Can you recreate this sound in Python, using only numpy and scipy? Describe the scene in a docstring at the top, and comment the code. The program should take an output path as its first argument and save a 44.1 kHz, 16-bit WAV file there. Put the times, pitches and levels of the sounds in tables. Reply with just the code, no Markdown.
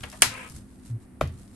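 """Shutting and turning a laptop

A gloved hand shuts a metal laptop on a table in a small room: the hinge ticks, the lid snaps down
and rings the case, and the glove slides off. The laptop is turned round, a rubber foot judders
briefly, and its edge drops on the table, which booms. A low hum and a faint hiss go on throughout.
The snap overloads the close stereo microphone."""
import sys
import numpy as np
from scipy import signal
from scipy.fft import rfft, irfft
from scipy.io import wavfile

SR = 44100
rng = np.random.default_rng(int(sys.argv[2]) if len(sys.argv) > 2 else 0)


def master_out(mix):
    """Clip the mix to full scale and print it as 16-bit PCM to the path in sys.argv[1]."""
    frames = np.transpose(np.atleast_2d(mix))
    ceiling = np.clip(frames, -1, 1)
    pcm = np.round(ceiling * 32767).astype(np.int16)
    wavfile.write(sys.argv[1], SR, pcm)


N = 68355
T = np.arange(N) / SR
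FREQS = np.maximum(np.fft.rfftfreq(2 * N, 1 / SR), 1)
WIDE_HZ, NEAR_WIDE_HZ = 1500, 9000  # left and right differ above this: spread-out sound, direct sound


def amp(db):
    """Turn decibels into a multiplier."""
    return 10 ** (np.asarray(db) / 20)


def unit(x):
    """Scale a signal to an average (rms) level of 1."""
    return x / np.sqrt(np.mean(x ** 2))


def lookup(table, hz, column=1):
    """Read a table at any pitch, blending between its rows."""
    rows = np.array(table, float)
    return np.interp(np.log(hz), np.log(rows[:, 0]), rows[:, column])


def shape(x, gain):
    """Filter a sound: turn each frequency up or down."""
    return irfft(rfft(x, 2 * N) * gain)[..., :N]


def resonance(hz, width_hz):
    """A filter curve that favours the frequencies around one pitch."""
    return 1 / (1 + 1j * (FREQS ** 2 - hz ** 2) / (FREQS * width_hz))


def fade(decay_s, start_s=0):
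    """Start suddenly, then fall by 60 dB in decay_s."""
    return (T >= start_s) * np.exp(-np.log(1000) * np.maximum(T - start_s, 0) / decay_s)


def swell(start_s, rise_s, hold_s, fall_s):
    """Rise smoothly, hold, and fall back to silence."""
    corners_s = start_s + np.cumsum([0, rise_s, hold_s, fall_s])
    return np.sin(np.pi / 2 * np.interp(T, corners_s, [0, 1, 1, 0])) ** 2


def bumps(table):
    """A loudness curve with one bell-shaped bump for each row."""
    return sum(amp(db) * np.exp(-.5 * ((T - peak_s) / spread_s) ** 2) for peak_s, spread_s, db in table)


def pan(db):
    """Make the left side louder than the right by db."""
    return amp(np.array([[1], [-1]]) * db / 2)


def noise(wide_hz):
    """Stereo noise: both sides share the bass but differ in the treble."""
    mid, side = rng.standard_normal((2, N))
    width = np.sqrt(FREQS / (FREQS + wide_hz))
    return unit(mid + shape(side, width) * np.array([[1], [-1]]))


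def wobble(rate_hz):
    """A smooth random wander, about 1 in size."""
    return unit(shape(rng.standard_normal(N), 1 / (1 + (FREQS / rate_hz) ** 2) ** 2))


def bands(wide_hz):
    """Cut stereo noise into equally loud half-octave bands, as (pitch, sound)."""
    source = noise(wide_hz)
    for hz in 250 * 2 ** (np.arange(13) / 2):
        yield hz, unit(shape(source, np.maximum(1 - np.abs(2 * np.log2(FREQS / hz)), 0)))


def arrival(hz, spread_s):
    """Bending waves travel faster at high pitch, so the lows come late."""
    return spread_s * max(np.sqrt(1000 / hz) - np.sqrt(1000 / 12000), 0)


def burst(table, spread_s):
    """The noise of a hit, dying away at its own rate in each band."""
    return sum(band * amp(lookup(table, hz)) * fade(lookup(table, hz, column=2), arrival(hz, spread_s))
               for hz, band in bands(NEAR_WIDE_HZ))


def ring(tones, spread_s, right_lag_s=.00003):
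    """The fading tones of a struck object, reaching the left of the microphone first."""
    lag_s = np.array([[0], [right_lag_s]])
    out = 0
    for hz, db, decay_s in tones:
        start_s = arrival(hz, spread_s)
        out = out + amp(db) * fade(decay_s, start_s) * np.sin(2 * np.pi * hz * (T - start_s - lag_s))
    return out


def strike(sound, hits):
    """Play a sound at the time and level of each hit."""
    return sum(amp(db) * np.pad(sound, ((0, 0), (int(start_s * SR), 0)))[:, :N] for start_s, db in hits)


# Tones of the hum: pitch_hz, level_db
HUM_TONES = [(200, -56), (253, -56.5), (360, -65)]
# Tone colour of the background noise: pitch_hz, gain_db
AIR_COLOUR = [(25, -8.5), (70, 4), (130, -3.5), (280, -4), (450, -18), (900, -25), (2000, -29.5),
              (3200, -39.5), (7000, -43), (9000, -30.5), (12000, -42.5)]

def room_tone():
    """A wavering hum over a low rumble and a faint hiss."""
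    hum = 0
    for hz, db in HUM_TONES:
        peak = np.sqrt(2) * amp(db + 1.9 * wobble(10))
        hum = hum + peak * np.sin(2 * np.pi * hz * T + 0.79 * wobble(8))
    air = unit(shape(noise(WIDE_HZ), amp(lookup(AIR_COLOUR, FREQS))))
    return hum + amp(-48.5) * air


# Soft strokes of the gloves: peak_s, spread_s, level_db
BRUSH_STROKES = [(.09, 0.2, -51.5), (0.378, 0.099, -50.5), (0.538, 0.042, -55.5), (.72, 0.0953, -65),
                 (0.879, 0.029, -54.5), (1.03, 0.017, -61), (1.4, 0.055, -57.5), (1.55, .03, -57.5)]
# Tone colour of the brushing: pitch_hz, gain_db
BRUSH_COLOUR = [(300, -4), (1200, 4), (2500, -1.5), (4000, 1), (6000, -0.5), (9000, 6.5), (12000, -6)]

def glove_brushing(grain_db=2.8):
    """Gloves rub lightly on the laptop with a grainy hiss."""
    hiss = unit(shape(noise(WIDE_HZ), amp(lookup(BRUSH_COLOUR, FREQS))))
    return hiss * bumps(BRUSH_STROKES) * amp(grain_db * wobble(200))


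# Moments when the laptop shifts: peak_s, spread_s, level_db
SHIFTS = [(.05, 0.037, -46.5), (.57, 0.053, -45.5), (1.39, 0.057, -50.5)]

def shifting():
    """The pressure of the hands rumbles through the table top."""
    rumble = unit(shape(noise(WIDE_HZ), resonance(75.1, width_hz=90) ** 2))
    return rumble * bumps(SHIFTS)


# Small clicks: start_s, level_db, pitch_hz, decay_s
TICKS = [(0.007, -38, 2785, 0.017), (0.035, -37.5, 550, 0.026), (0.0374, -34.5, 3510, 0.019),
         (0.1, -35.5, 5800, .015), (0.1168, -36, 4870, 0.011), (0.127, -40, 1200, 0.082),
         (0.4982, -35.5, 6560, 0.015), (0.561, -45.5, 6600, 0.077), (0.798, -58, 1510, 0.017),
         (1.274, -45.5, 5000, 0.028), (1.324, -50.5, 6950, .01), (1.477, -52.5, 4480, .02)]
# Tone colour of their echo: pitch_hz, gain_db
TICK_ECHO = [(250, -55), (700, -41), (2500, -47), (10000, -44)]

def ticks(sharpness=0.99):
    """The hinge and fingertips make tiny bursts of noise, and the room echoes them."""
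    clicks = 0
    for start_s, db, hz, decay_s in TICKS:
        click = shape(noise(NEAR_WIDE_HZ) * fade(decay_s, start_s), resonance(hz, hz / sharpness))
        make_up = np.sqrt(SR / np.pi / hz)  # restores the level that the filter takes away
        clicks = clicks + amp(db) * make_up * click
    echoes = signal.fftconvolve(clicks, room_echo(TICK_ECHO), axes=1)[:, :N]
    return (clicks + echoes) * pan(3.5)


# How long the room rings: pitch_hz, decay_s
ROOM_DECAY = [(100, .3), (400, 0.19), (1500, 0.25), (4000, .26), (10000, 0.18)]

def room_echo(colour, delay_s=0.0053):
    """The room answers a hit with a rush of early reflections and a short tail."""
    tail = sum(band * amp(lookup(colour, hz)) * fade(lookup(ROOM_DECAY, hz))
               for hz, band in bands(WIDE_HZ))
    early_boost = 1 + amp(-10.5) * fade(.08)
    return tail * early_boost * (T > delay_s)


# Pushes on the table: start_s, level_db
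TABLE_PUSHES = [(0.012, -17), (0.238, -16), (0.266, -13), (0.505, -16), (0.547, -18), (1.225, -4),
                (1.238, 0)]
# Tones of the table top: pitch_hz, level_db, decay_s
TABLE_TONES = [(34, -31, 0.12), (61.4, -32, 0.21), (83.6, -25, .32), (111.5, -23, 0.3),
               (131.3, -25.5, 0.27)]

def table_boom(rise_s=0.014):
    """The table top booms as the laptop's weight moves or lands on it."""
    boom = ring(TABLE_TONES, spread_s=0) * (1 - fade(rise_s))
    return strike(boom, TABLE_PUSHES)


# Soft taps on the open case: start_s, level_db
CASE_TAPS = [(0.0323, -26.5), (0.036, -21), (0.127, -37.5)]
# The lid meeting the base: start_s, level_db
LID_SNAPS = [(0.2205, 0), (0.2312, -21)]
# Tones of the metal case: pitch_hz, level_db, decay_s
CASE_TONES = [(290, -26.5, 0.028), (584, -25.5, 0.068), (910, -25, 0.036), (1200, -28, 0.013),
              (1656, -12.5, .04), (1833, -20.5, 0.017), (2220, -18, .03), (2752, -15.5, 0.054),
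              (2992, -11, .028), (3410, -18.5, 0.013), (5560, -1.5, 0.0044), (6700, -4.5, 0.0094),
              (9347, 3, .012), (11400, -6.5, 0.0032)]
# Noisy crack of the lid: pitch_hz, level_db, decay_s
LID_CRACK = [(250, -39, .04), (513, -27, 0.013), (1010, -22.5, 0.026), (2000, -16.5, 0.055),
             (3970, -9.5, 0.012), (8000, -6, .012), (12000, -9, .01)]
# Tone colour of its echo: pitch_hz, level_db
LID_ECHO = [(250, -37.5), (450, -39.5), (900, -34.5), (1700, -26.5), (3000, -27), (4500, -25.5),
            (8000, -22), (12000, -26.5)]
# How far left the sound sits: pitch_hz, left_minus_right_db
LID_PAN = [(300, 0.5), (1000, 4.5), (4000, 3), (8500, 2.5), (12000, -1)]

def lid(spread_s=.003, tap_top_hz=3260):
    """Soft taps sound the case; then the lid cracks against the base and rings it hard."""
    hit = ring(CASE_TONES, spread_s) + burst(LID_CRACK, spread_s) + room_echo(LID_ECHO)
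    hit = shape(hit, pan(lookup(LID_PAN, FREQS)))
    soft_hit = shape(hit, 1 / np.sqrt(1 + (FREQS / tap_top_hz) ** 6))
    return strike(soft_hit, CASE_TAPS) + strike(hit, LID_SNAPS)


# Pitches that the rubbed lid favours: pitch_hz, width_hz, gain_db
SLIDE_RESONANCES = [(524, 30, 9), (690, 144, 1), (1032, 110, 9), (1280, 42, 12.5), (1620, 270, 6),
                    (2250, 570, 7.5), (2580, 270, -13)]

def glove_slide(top_hz=2870, grain_db=1.35):
    """The glove slides off, and its grainy rubbing sounds the lid."""
    colour = sum(amp(db) * resonance(hz, width_hz) for hz, width_hz, db in SLIDE_RESONANCES)
    treble_cut = 1 / np.sqrt(1 + (FREQS / top_hz) ** 10)
    rubbing = noise(WIDE_HZ) * amp(grain_db * wobble(140))
    slide = unit(shape(rubbing, colour * treble_cut))
    return amp(-39) * slide * swell(start_s=0.273, rise_s=0.053, hold_s=0.075, fall_s=0.13) * pan(3.5)


def rubber_foot(start_s=0.8887, pitch_hz=122, sag_hz_per_s=130):
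    """A rubber foot sticks and slips on the table: a short low tone that sags in pitch."""
    hz = pitch_hz - sag_hz_per_s * np.clip(T - start_s, 0, .1)
    phase = 2 * np.pi * np.cumsum(hz) / SR
    tone = np.sin(phase) + amp(-23) * np.sin(2 * phase)
    return amp(-25) * tone * swell(start_s, rise_s=0.031, hold_s=0.028, fall_s=0.047)


# The edge meeting the table: start_s, level_db
EDGE_HITS = [(1.2096, -9), (1.2112, 0)]
# Tones of the laptop on the table: pitch_hz, level_db, decay_s
LAPTOP_TONES = [(252, -29, 0.073), (562, -22.5, 0.057), (605, -16, 0.038), (1135, -17, 0.018),
                (1260, -15, 0.012), (2316, -19.5, 0.014), (3510, -29.5, 0.021)]
# Noise of the knock: pitch_hz, level_db, decay_s
EDGE_NOISE = [(249, -27.5, 0.075), (506, -34.5, 0.058), (1192, -37.5, .02), (2630, -29.5, .02),
              (5103, -41.5, 0.015), (10800, -30, 0.0047)]
# Tone colour of its echo: pitch_hz, level_db
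EDGE_ECHO = [(250, -33.5), (600, -42.5), (1200, -43), (2500, -42.5), (5000, -52), (11000, -50.5)]

def edge_landing(spread_s=.0018):
    """The laptop's edge touches the table, then lands with a knock duller than the snap."""
    knock = ring(LAPTOP_TONES, spread_s) + burst(EDGE_NOISE, spread_s)
    return strike(knock * pan(2.1) + room_echo(EDGE_ECHO), EDGE_HITS)


def scene():
    """Add up all the sounds that reach the microphone."""
    return (room_tone() + glove_brushing() + shifting() + ticks() + table_boom()
            + lid() + glove_slide() + rubber_foot() + edge_landing())


# How strongly the microphone picks up each pitch: pitch_hz, gain_db
MIC_COLOUR = [(20, -0.5), (9600, -2), (10200, -8.5), (11000, 6), (11800, 0), (12800, -14), (14000, -37.5),
              (16000, -38)]

def record(dry, top_hz=15900):
    """The microphone colours the treble, the snap overloads it, and the very top is cut."""
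    coloured = shape(dry, amp(lookup(MIC_COLOUR, FREQS)))
    clipped = np.clip(coloured, -1, 1)
    treble_cut = signal.ellip(8, .2, 70, top_hz, fs=SR, output="sos")
    return signal.sosfilt(treble_cut, clipped)


dry = scene()
out = record(dry)
master_out(out)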